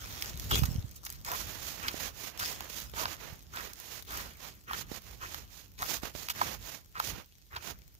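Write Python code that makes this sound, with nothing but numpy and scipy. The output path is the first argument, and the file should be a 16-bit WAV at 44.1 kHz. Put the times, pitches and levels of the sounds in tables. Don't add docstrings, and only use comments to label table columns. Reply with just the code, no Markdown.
import sys
import numpy as np
from scipy import signal
from scipy.fft import rfft, irfft, next_fast_len
from scipy.io import wavfile
from scipy.ndimage import uniform_filter1d

SR = 44100
rng = np.random.default_rng(int(sys.argv[2]) if len(sys.argv) > 2 else 0)


def store_pcm(level_fs):
    pcm = np.round(np.clip(level_fs, -1, 1) * 32767).astype(np.int16)
    wavfile.write(sys.argv[1], SR, np.atleast_2d(pcm).T)


N = 352359
TIME = np.arange(N) / SR
LEFT_LAG_S = 14 / SR

# (first touch [s], roll until flat [s], crunch [dB], grit [dB], hollow note [dB],
# its starting pitch [Hz], grit at push-off [dB], swell of the air rumble [dB])
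FOOTFALLS = [(0.0, 0.3, -60, -38.5, -73, 1300, -45, -5.5), (0.498, 0.096, -52, -27.5, -47, 1120, -53, -1),
             (1.033, 0.125, -63, -44, -77, 1100, -76, 3), (1.256, 0.098, -48.5, -34.5, -40.5, 1080, -44, 6),
             (1.826, 0.063, -46.5, -39, -44, 1750, -64, -1), (2.389, 0.074, -53, -28, -40, 1340, -46, 0),
             (2.943, 0.13, -53, -41, -40, 1110, -55, -0.5), (3.533, 0.082, -52, -44, -44, 1450, -53, 2.5),
             (4.071, 0.15, -52, -38, -45.5, 1310, -50.5, 8),
             (4.678, 0.072, -47.5, -44, -45, 1440, -68, 6.5),
             (5.205, 0.055, -49.5, -42.5, -41, 1360, -73, 3.5),
             (5.785, 0.079, -49.5, -34, -47, 930, -51.5, 3), (6.345, 0.13, -52.5, -40, -53, 1190, -75, 6.5),
             (6.948, 0.069, -56.5, -44.5, -42, 1370, -88, 18),
             (7.513, 0.067, -53.5, -52, -49.5, 1250, -91, 6)]
# (time [s], knock [dB], clack [dB], tick [dB], decay [s])
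STONE_SNAPS = [(0.2237, -63, -33, -37, 0.00061), (0.3748, -64, -49, -47, 0.00054),
               (0.398, -70, -43.5, -42.5, 0.0011), (0.5124, -31, -30, -35.5, 0.0058),
               (0.5559, -39.5, -26.5, -36.5, 0.0021), (0.6356, -36.5, -37, -46, 0.0019),
               (0.656, -51, -39.5, -38, 0.0033), (0.913, -74, -67, -54, 0.00064),
               (0.962, -78, -56, -47.5, 0.009), (1.0515, -79, -58, -42, 0.0021),
               (1.0658, -48.5, -38, -45, .0025), (1.1023, -61, -55, -42, .0007),
               (1.1253, -72, -64.5, -47, 0.0018), (1.249, -57, -44, -43, 0.0023),
               (1.317, -57, -38, -40.5, .001), (1.883, -38, -25.5, -39, 0.0035),
               (2.376, -56, -46, -47.5, 0.0007), (2.3974, -46, -34.5, -36, 0.0059),
               (2.607, -43.5, -41, -45, 0.00029), (3.056, -33.5, -32, -62, 0.00048),
               (3.393, -68, -65, -58, 0.00066), (3.572, -41.5, -38, -60, 0.0011),
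               (3.7344, -70, -57, -46.5, .0012), (3.801, -58, -54, -47, 0.00073),
               (4.174, -54, -50, -41, 0.0026), (4.711, -39.5, -51, -63.5, 0.0015),
               (4.7336, -39, -36, -59, 0.001), (5.3452, -44, -39, -45.5, 0.00064),
               (5.822, -39, -43, -41, 0.00046), (5.828, -33.5, -40, -53, 0.00099),
               (6.2864, -43.5, -33.5, -41.5, 0.0013), (6.3011, -40, -29, -33, 0.0074),
               (6.415, -24.5, -35, -45, .002), (7, -29, -34, -41.5, 0.0016),
               (7.5639, -37.5, -35.5, -52.5, 0.0049)]
# (low edge [Hz], high edge [Hz])
KNOCK_CLACK_TICK = [(780, 1590), (1800, 5230), (5200, 14600)]
# (fastest rub [s], rise [s], fall [s], hiss [dB], body relative to hiss [dB])
SLEEVE_STROKES = [(.25, 0.24, 0.087, -49.5, 3.5), (.417, 0.025, 0.18, -48.5, -8),
                  (.69, 0.074, 0.075, -58, -6), (1.4, 0.073, 0.045, -38.5, -5.5),
                  (1.505, 0.074, 0.15, -43.5, -0.5), (1.672, 0.064, 0.081, -40.5, -6),
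                  (1.815, 0.097, 0.12, -47, 2.5), (2.055, 0.13, 0.047, -39, -1),
                  (2.249, 0.088, 0.06, -41.5, -3), (2.48, 0.021, 0.063, -39, -4),
                  (2.645, 0.46, 0.065, -56.5, 9.5), (2.772, 0.083, 0.076, -41, -6),
                  (3.018, 0.055, 0.026, -35.5, -1.5), (3.109, 0.049, .049, -43.5, 2),
                  (3.238, 0.048, .11, -49.5, 5.5), (3.627, 0.089, 0.084, -46, 2),
                  (3.959, 0.18, 0.058, -45.5, -3), (4.159, 0.069, 0.14, -45.5, 0.5),
                  (4.445, 0.054, 0.067, -47.5, 2.2), (4.799, 0.069, 0.03, -40, -5.5),
                  (4.962, 0.066, 0.031, -44.5, -2), (5.096, 0.085, 0.08, -53, 0),
                  (5.345, 0.13, 0.087, -47, -1.5), (5.569, 0.071, 0.095, -52, -7),
                  (5.936, 0.07, 0.04, -34, -4), (6.047, .021, 0.053, -43, 3.5),
                  (6.184, 0.036, 0.094, -42, -5.5), (6.454, 0.1, 0.08, -41, 2),
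                  (6.519, 0.024, 0.043, -41, 0.5), (6.712, 0.097, 0.075, -44.5, -1.5),
                  (7.085, 0.07, 0.041, -37.5, -5.5), (7.175, 0.15, 0.051, -51.5, 7),
                  (7.688, .065, 0.038, -42, 1.5)]
# (time [s], pat [dB], thump [dB])
JACKET_FLAPS = [(1.943, -36, -25), (2.937, -36, -41), (4.917, -37.5, -25), (6.034, -30.5, -26.5),
                (6.151, -35, -39)]
# (time [s], left [dB], right [dB], pitch [Hz])
PHONE_KNOCKS = [(0.345, -28, -41, 67), (0.525, -20, -46, 74.4), (0.543, -23, -35, 100),
                (0.564, -41, -34, 95), (0.593, -49.5, -18, 122), (0.623, -42, -11.5, 102),
                (0.638, -48, -14.5, 87.7), (0.688, -47, -17.5, 111), (0.712, -44, -22, 117),
                (0.757, -50, -20, 120), (0.785, -18.5, -25, 82.6), (0.846, -51, -23.5, 83.5),
                (3.328, -52, -32.5, 89.5)]
# (time [s], level [dB])
RATTLE_HITS = [(0.511, -5), (0.5204, -1), (.53, 2), (.537, 0.5), (0.545, -1.5), (0.554, -7), (.568, -16),
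               (.582, -14)]
# (frequency [Hz], level [dB], time to fall 60 dB [s])
METAL_MODES = [(2820, 3, 0.051), (2850, 3, 0.056), (3220, 13.5, 0.026), (3435, 5, 0.14), (3960, 3, 0.066)]
# (time [s], level [dB])
RUMBLE_FADER = [(0.0, -49.5), (0.42, -45.5), (0.62, -37), (0.8, -44.5), (0.96, -58.5), (1.55, -54.5),
                (2.3, -59), (3.3, -55), (3.7, -60.5), (4.4, -60), (6.3, -59), (7.0, -65.5), (7.99, -63)]

# (frequency [Hz], gain [dB])
CRUNCH_EQ = [(80, 11), (300, -8), (450, -6), (700, -15), (1200, 3.5), (1800, 1), (2800, -1.5), (4500, -17),
             (16000, -52)]
GRIT_EQ = [(300, -27), (1500, -21.5), (3200, -13.5), (6500, -10), (8000, -12.5), (10000, -5), (13000, 1.5),
           (15200, -2), (16000, 1)]
CLOTH_HISS_EQ = [(300, -7), (1200, -9), (2600, -3), (5600, -0.5), (6800, 1.5), (7700, -9), (9000, -11),
                 (11000, -7), (13000, -2), (15200, -1), (16000, -28.5)]
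CLOTH_BODY_EQ = [(40, -35), (110, -16), (350, -3), (700, -3.5), (1200, -4), (1900, -2), (3000, -5.5),
                 (6000, -15), (16000, -72)]
CLOTH_DRAG_EQ = [(40, -21), (120, 3), (300, -1.5), (650, -2.5), (1200, -4), (3000, -23.5), (16000, -46)]
PAT_EQ = [(60, 14), (250, -3), (600, 6), (1500, -7.5), (4000, -8.5), (7000, -19.5), (16000, -35)]
THUD_EQ = [(60, -20), (150, 9), (450, 9), (600, 4), (750, -53), (2000, -25), (16000, -70)]
RUMBLE_EQ = [(15, -42), (30, -11), (50, 4), (70, 0), (100, -4), (160, -9.5), (250, -16.5), (500, -25.5),
             (2000, -37.5), (16000, -90)]
NIGHT_EQ = [(100, 9), (300, 4.5), (700, -18), (2000, -0.5), (4000, 3), (6500, 4), (8500, -11), (14500, 8.5),
            (16000, -35)]
# (frequency [Hz], gain [dB])
GROUND_EQ = [(200, 10), (750, 4.5), (1500, 5), (3000, 3), (7000, 3), (10000, -10.5), (15000, -5)]
SLEEVE_LEFT_EQ = [(100, -53), (300, -17), (750, -47), (1400, -21), (4000, -9.5), (7000, -18.5),
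                  (15000, -16)]
PORT_EQ = [(5000, 2.5), (6800, 2), (8000, -3.5), (10000, -5), (13000, 3), (15500, 7)]


def gravel(crunch_db=1.5, fizz_db=-3.0, crackle_db=-6, loose_db=-52, loose_follow=0.71):
    bed = pebbles(382, 4120, per_s=2500, spread_db=1.5, cycles=2.1, width=0.69, sizes=10)
    fine = pebbles(1720, 11300, per_s=7000, spread_db=-2.5, cycles=0.33, width=0.79, sizes=7)
    sharp = pebbles(4500, 12000, per_s=260, spread_db=3.0, cycles=0.5, width=0.55, sizes=4)
    loose = pebbles(5500, 15400, per_s=30, spread_db=3.0, cycles=0.46, width=0.73, sizes=4)
    on_bed, on_grit = tread()
    crunch = gain(crunch_db) * steadied(eq(bed, CRUNCH_EQ)) * on_bed
    fizz = gain(fizz_db) * steadied(eq(fine, GRIT_EQ)) * on_grit
    crackle = gain(crackle_db) * unit_rms(eq(sharp, GRIT_EQ)) * on_grit
    kicked = gain(loose_db) * unit_rms(eq(loose, PORT_EQ)) * unit_rms(on_grit ** loose_follow)
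    return eq(crunch + fizz + crackle, GROUND_EQ) + kicked


def pebbles(low_hz, high_hz, per_s, spread_db, cycles, width, sizes):
    out, t = np.zeros((2, N)), np.arange(500) / SR
    for hz in np.geomspace(low_hz, high_hz, sizes):
        ring = unit_rms(np.sin(2 * np.pi * hz * t) * np.exp(-t * hz / cycles)) * np.sqrt(hz)
        hits = ticks(per_s / sizes, spread_db)
        at = np.flatnonzero(hits)
        jitter, pan = np.clip(rng.standard_normal((2, N))[:, at], -1, 1)
        lag = np.round(LEFT_LAG_S * SR + 2 * jitter).astype(int)
        pair = np.zeros((2, N))
        pair[0, np.clip(at + lag, 0, N - 1)] = hits[at] * np.exp(width * pan)
        pair[1, at] = hits[at] * np.exp(-width * pan)
        out += signal.oaconvolve(pair, ring[None], axes=1)[:, :N]
    return out


def tread(push_after_s=0.43, push_width_s=0.1, push_crunch_db=-19.5, standing_db=-61.5):
    bed_power, grit_power = np.zeros((2, N))
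    for start, roll, crunch_db, grit_db, _, _, push_db, _ in FOOTFALLS:
        on_bed = gain(crunch_db) * footfall(start, roll, settle_db=-6.5, settle_s=0.11)
        on_grit = gain(grit_db) * footfall(start, roll, settle_db=-7.5, settle_s=0.12)
        push = gain(push_db) * swell(start + push_after_s, push_width_s)
        bed_power += on_bed ** 2 + (gain(push_crunch_db) * push) ** 2
        grit_power += on_grit ** 2 + push ** 2
    return np.sqrt(bed_power), np.sqrt(grit_power + gain(standing_db) ** 2)


def footfall(start, roll, settle_db, settle_s, bite_s=0.0095, load_db=3.5, release_s=0.0065):
    t = TIME - start
    since_flat = np.maximum(t - roll, 0)
    bite = (1 + np.tanh(t / bite_s)) / 2
    load = gain(load_db * np.minimum(t / roll - 1, 0))
    settling = gain(settle_db) * np.exp(-since_flat / settle_s)
    return bite * load * np.maximum(np.exp(-since_flat / release_s), settling)


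def hollow_soles(trim_db=-1, left_db=-5, width_hz=800, sink=0.88, attack_share=0.22, linger=1.21):
    out = np.zeros(N)
    grind = unit_rms(ticks(per_s=2500, spread_db=2.5))
    for start, roll, _, _, db, first_hz, *_ in FOOTFALLS:
        count = int(roll * linger * SR)
        progress = np.arange(count) / count
        hz = np.geomspace(first_hz, first_hz * sink, count)
        drive = grind[int(start * SR):][:count]
        hollow = resonate(resonate(drive, hz, width_hz), hz, width_hz)
        envelope = np.minimum(progress / attack_share, 1) * np.minimum(3 * (1 - progress), 1)
        add(out, start, gain(db + trim_db) * unit_rms(hollow * envelope))
    return np.array([gain(left_db) * np.roll(out, round(LEFT_LAG_S * SR)), out])


def spectral_flicker(x, depth_db=3.0):
    frames = dict(nperseg=256, noverlap=192)
    spectrum = signal.stft(x, **frames)[2]
    flicker = uniform_filter1d(rng.standard_normal(spectrum.shape[1:]), size=30, axis=1)
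    flicker = unit_rms(uniform_filter1d(flicker, size=3, axis=0))
    return signal.istft(spectrum * unit_rms(gain(depth_db * flicker)), **frames)[1][:, :N]


def stone_snaps(trims_db=(-1, -7, 0), lean_right_db=3.5, slip_share=0.55, settle_db=-16, settle_ratio=5):
    out, t = np.zeros((2, N)), np.arange(-220, 1100) / SR
    bands = [signal.butter(3, edges, "band", fs=SR, output="sos") for edges in KNOCK_CLACK_TICK]
    balance = unit_rms(gain([[-lean_right_db / 2], [lean_right_db / 2]]))
    for time, *levels_db, decay in STONE_SNAPS:
        age = t / decay
        envelope = np.exp(-np.maximum(age, -age / slip_share))
        envelope += gain(settle_db) * (age > 0) * np.exp(-abs(age) / settle_ratio)
        snap = np.zeros((2, len(t)))
        for band, db, trim_db, shared in zip(bands, levels_db, trims_db, (1, 0.5, 0)):
            one, other = rng.uniform(-0.72, 1, (2, len(t))) * envelope
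            pair = signal.sosfilt(band, [one, shared * one + (1 - shared) * other])
            pair *= np.sqrt(SR / 100) / np.linalg.norm(pair, axis=1, keepdims=True)
            snap += gain(db + trim_db) * pair
        left, right = snap * balance
        add(out[0], time + t[0] + LEFT_LAG_S / 2, left)
        add(out[1], time + t[0] - LEFT_LAG_S / 2, right)
    return eq(out, PORT_EQ)


def sleeve(hiss_db=3.0, body_db=-1.5, drag_db=-5, drag_lag=0.21, roundness=2.32, grain=0.23):
    hiss_power, body_power, drag_power = np.zeros((3, N))
    for peak, rise, fall, db, press_db in SLEEVE_STROKES:
        span = slice(max(int((peak - 3 * rise) * SR), 0), int((peak + 3 * fall) * SR))
        t = TIME[span] - peak
        phase = np.where(t < 0, t / rise, t / fall)
        power = gain(db - 10 * abs(phase) ** roundness) ** 2
        pressed = power * gain(press_db) ** 2
        hiss_power[span] += power
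        body_power[span] += pressed
        drag_power[span] += pressed * np.exp(2 * drag_lag * phase)
    slips = [unit_rms(rng.standard_normal(N) + grain * unit_rms(ticks(per_s=6000, spread_db=5.4)))
             for side in range(2)]
    rub = gain(hiss_db) * np.sqrt(hiss_power) * unit_rms(eq(np.array(slips), CLOTH_HISS_EQ))
    rub += gain(body_db) * np.sqrt(body_power) * stereo_noise(CLOTH_BODY_EQ)
    rub += gain(drag_db) * np.sqrt(drag_power) * stereo_noise(CLOTH_DRAG_EQ)
    left, right = rub * flutter(per_s=160, depth_db=1.6) + jacket_pats()
    return np.array([eq(left, SLEEVE_LEFT_EQ), right])


def jacket_pats(trim_db=4, decay_s=0.0057):
    envelope, t = np.zeros(N), np.arange(SR // 20) / SR
    for time, db, _ in JACKET_FLAPS:
        add(envelope, time, gain(db + trim_db) * np.exp(-t / decay_s))
    return envelope * stereo_noise(PAT_EQ)


def handling_thuds(cycles=0.73, flap_hz=280, flap_left_db=-36):
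    out, t = np.zeros((2, N)), np.arange(4000) / SR
    thumps = [(time, db + flap_left_db, db, flap_hz) for time, _, db in JACKET_FLAPS]
    for time, left_db, right_db, hz in PHONE_KNOCKS + thumps:
        rise_s = cycles / hz / 2
        age = t / rise_s
        swing = np.sin(2 * np.pi * hz * t) * age ** 2 * np.exp(2 * (1 - age))
        add(out, time - rise_s, gain([[left_db], [right_db]]) * swing)
    return out


def metal_rattle(ring_db=-39, thud_db=-38, thud_s=0.012):
    rings, jolts, t = np.zeros((2, N)), np.zeros(N), np.arange(SR // 4) / SR
    for time, hit_db in RATTLE_HITS:
        ring = sum(gain(db - 60 * t / t60) * np.sin(2 * np.pi * (hz * t + rng.random((2, 1))))
                   for hz, db, t60 in METAL_MODES)
        add(rings, time, gain(ring_db + hit_db) * ring)
        add(jolts, time, gain(thud_db + hit_db) * np.exp(-t / thud_s))
    return rings + jolts * stereo_noise(THUD_EQ)


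def driveway_echo(x, wet_db=-15, t60_s=0.027, predelay_s=0.003, density=0.05):
    t = np.arange(SR // 3) / SR
    taps = rng.standard_normal((2, len(t))) * (rng.random((2, len(t))) < density)
    taps *= (t > predelay_s) * gain(-60 * t / t60_s)
    taps /= np.linalg.norm(taps, axis=1, keepdims=True)
    return x + gain(wet_db) * signal.oaconvolve(x, taps, axes=1)[:, :N]


def night_air(trim_db=2.5, right_db=2, hiss_db=-68, sway_after_s=0.19, sway_width_s=0.094):
    common, left, right = rng.standard_normal((3, N))
    rumble = unit_rms(eq(np.array([left, right]) + 0.53 * common, RUMBLE_EQ)) * gain([[0], [right_db]])
    fader_db = np.interp(TIME, *np.transpose(RUMBLE_FADER))
    sway_db = sum(db * swell(start + sway_after_s, sway_width_s) for start, *_, db in FOOTFALLS)
    gusts = flutter(per_s=8.3, depth_db=1.5)
    return rumble * gain(fader_db + sway_db + trim_db) * gusts + gain(hiss_db) * stereo_noise(NIGHT_EQ)


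def gain(db):
    return 10 ** (np.asarray(db) / 20)


def unit_rms(x):
    return x / np.sqrt(np.mean(x ** 2) + 1e-20)


def eq(x, points):
    size = next_fast_len(N + 4096)
    point_hz, point_db = np.transpose(points)
    hz = np.fft.rfftfreq(size, 1 / SR)
    response = gain(np.interp(np.log(hz + 1), np.log(point_hz), point_db))
    return irfft(rfft(x, size) * response, size)[..., :N]


def stereo_noise(points):
    return unit_rms(eq(rng.standard_normal((2, N)), points))


def add(mix, start, sound):
    part = mix[..., max(round(start * SR), 0):][..., :sound.shape[-1]]
    part += sound[..., :part.shape[-1]]


def swell(peak_s, width_s):
    return np.exp(-((TIME - peak_s) / width_s) ** 2)


def flutter(per_s, depth_db):
    drift = np.interp(TIME * per_s, np.arange(8000), rng.standard_normal(8000))
    return gain(depth_db * unit_rms(drift))


def ticks(per_s, spread_db):
    size = gain(spread_db * np.minimum(rng.exponential(1, N), 4))
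    return size * rng.choice([-1, 1], N) * (rng.random(N) < per_s / SR)


def steadied(x, window_s=0.063):
    power = uniform_filter1d((x ** 2).mean(0), int(window_s * SR) + 1)
    return x / np.sqrt(abs(power) + 0.019 * power.mean())


def resonate(x, hz, width_hz):
    carrier = np.exp(2j * np.pi * np.cumsum(hz) / SR)
    pole = np.exp(-np.pi * width_hz / SR)
    return 2 * (carrier * signal.lfilter([1 - pole], [1, -pole], x / carrier)).real


def scene():
    steps = spectral_flicker(gravel() + hollow_soles()) + stone_snaps()
    return driveway_echo(steps + metal_rattle()) + sleeve() + handling_thuds() + night_air()


def record(dry, low_cut_hz=38, high_cut_hz=15650):
    low_cut = signal.butter(3, low_cut_hz, "high", fs=SR, output="sos")
    high_cut = signal.firwin(401, high_cut_hz, window=("kaiser", 7), fs=SR)
    return signal.oaconvolve(signal.sosfilt(low_cut, dry), high_cut[None], "same")


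dry = scene()
out = record(dry)
store_pcm(out)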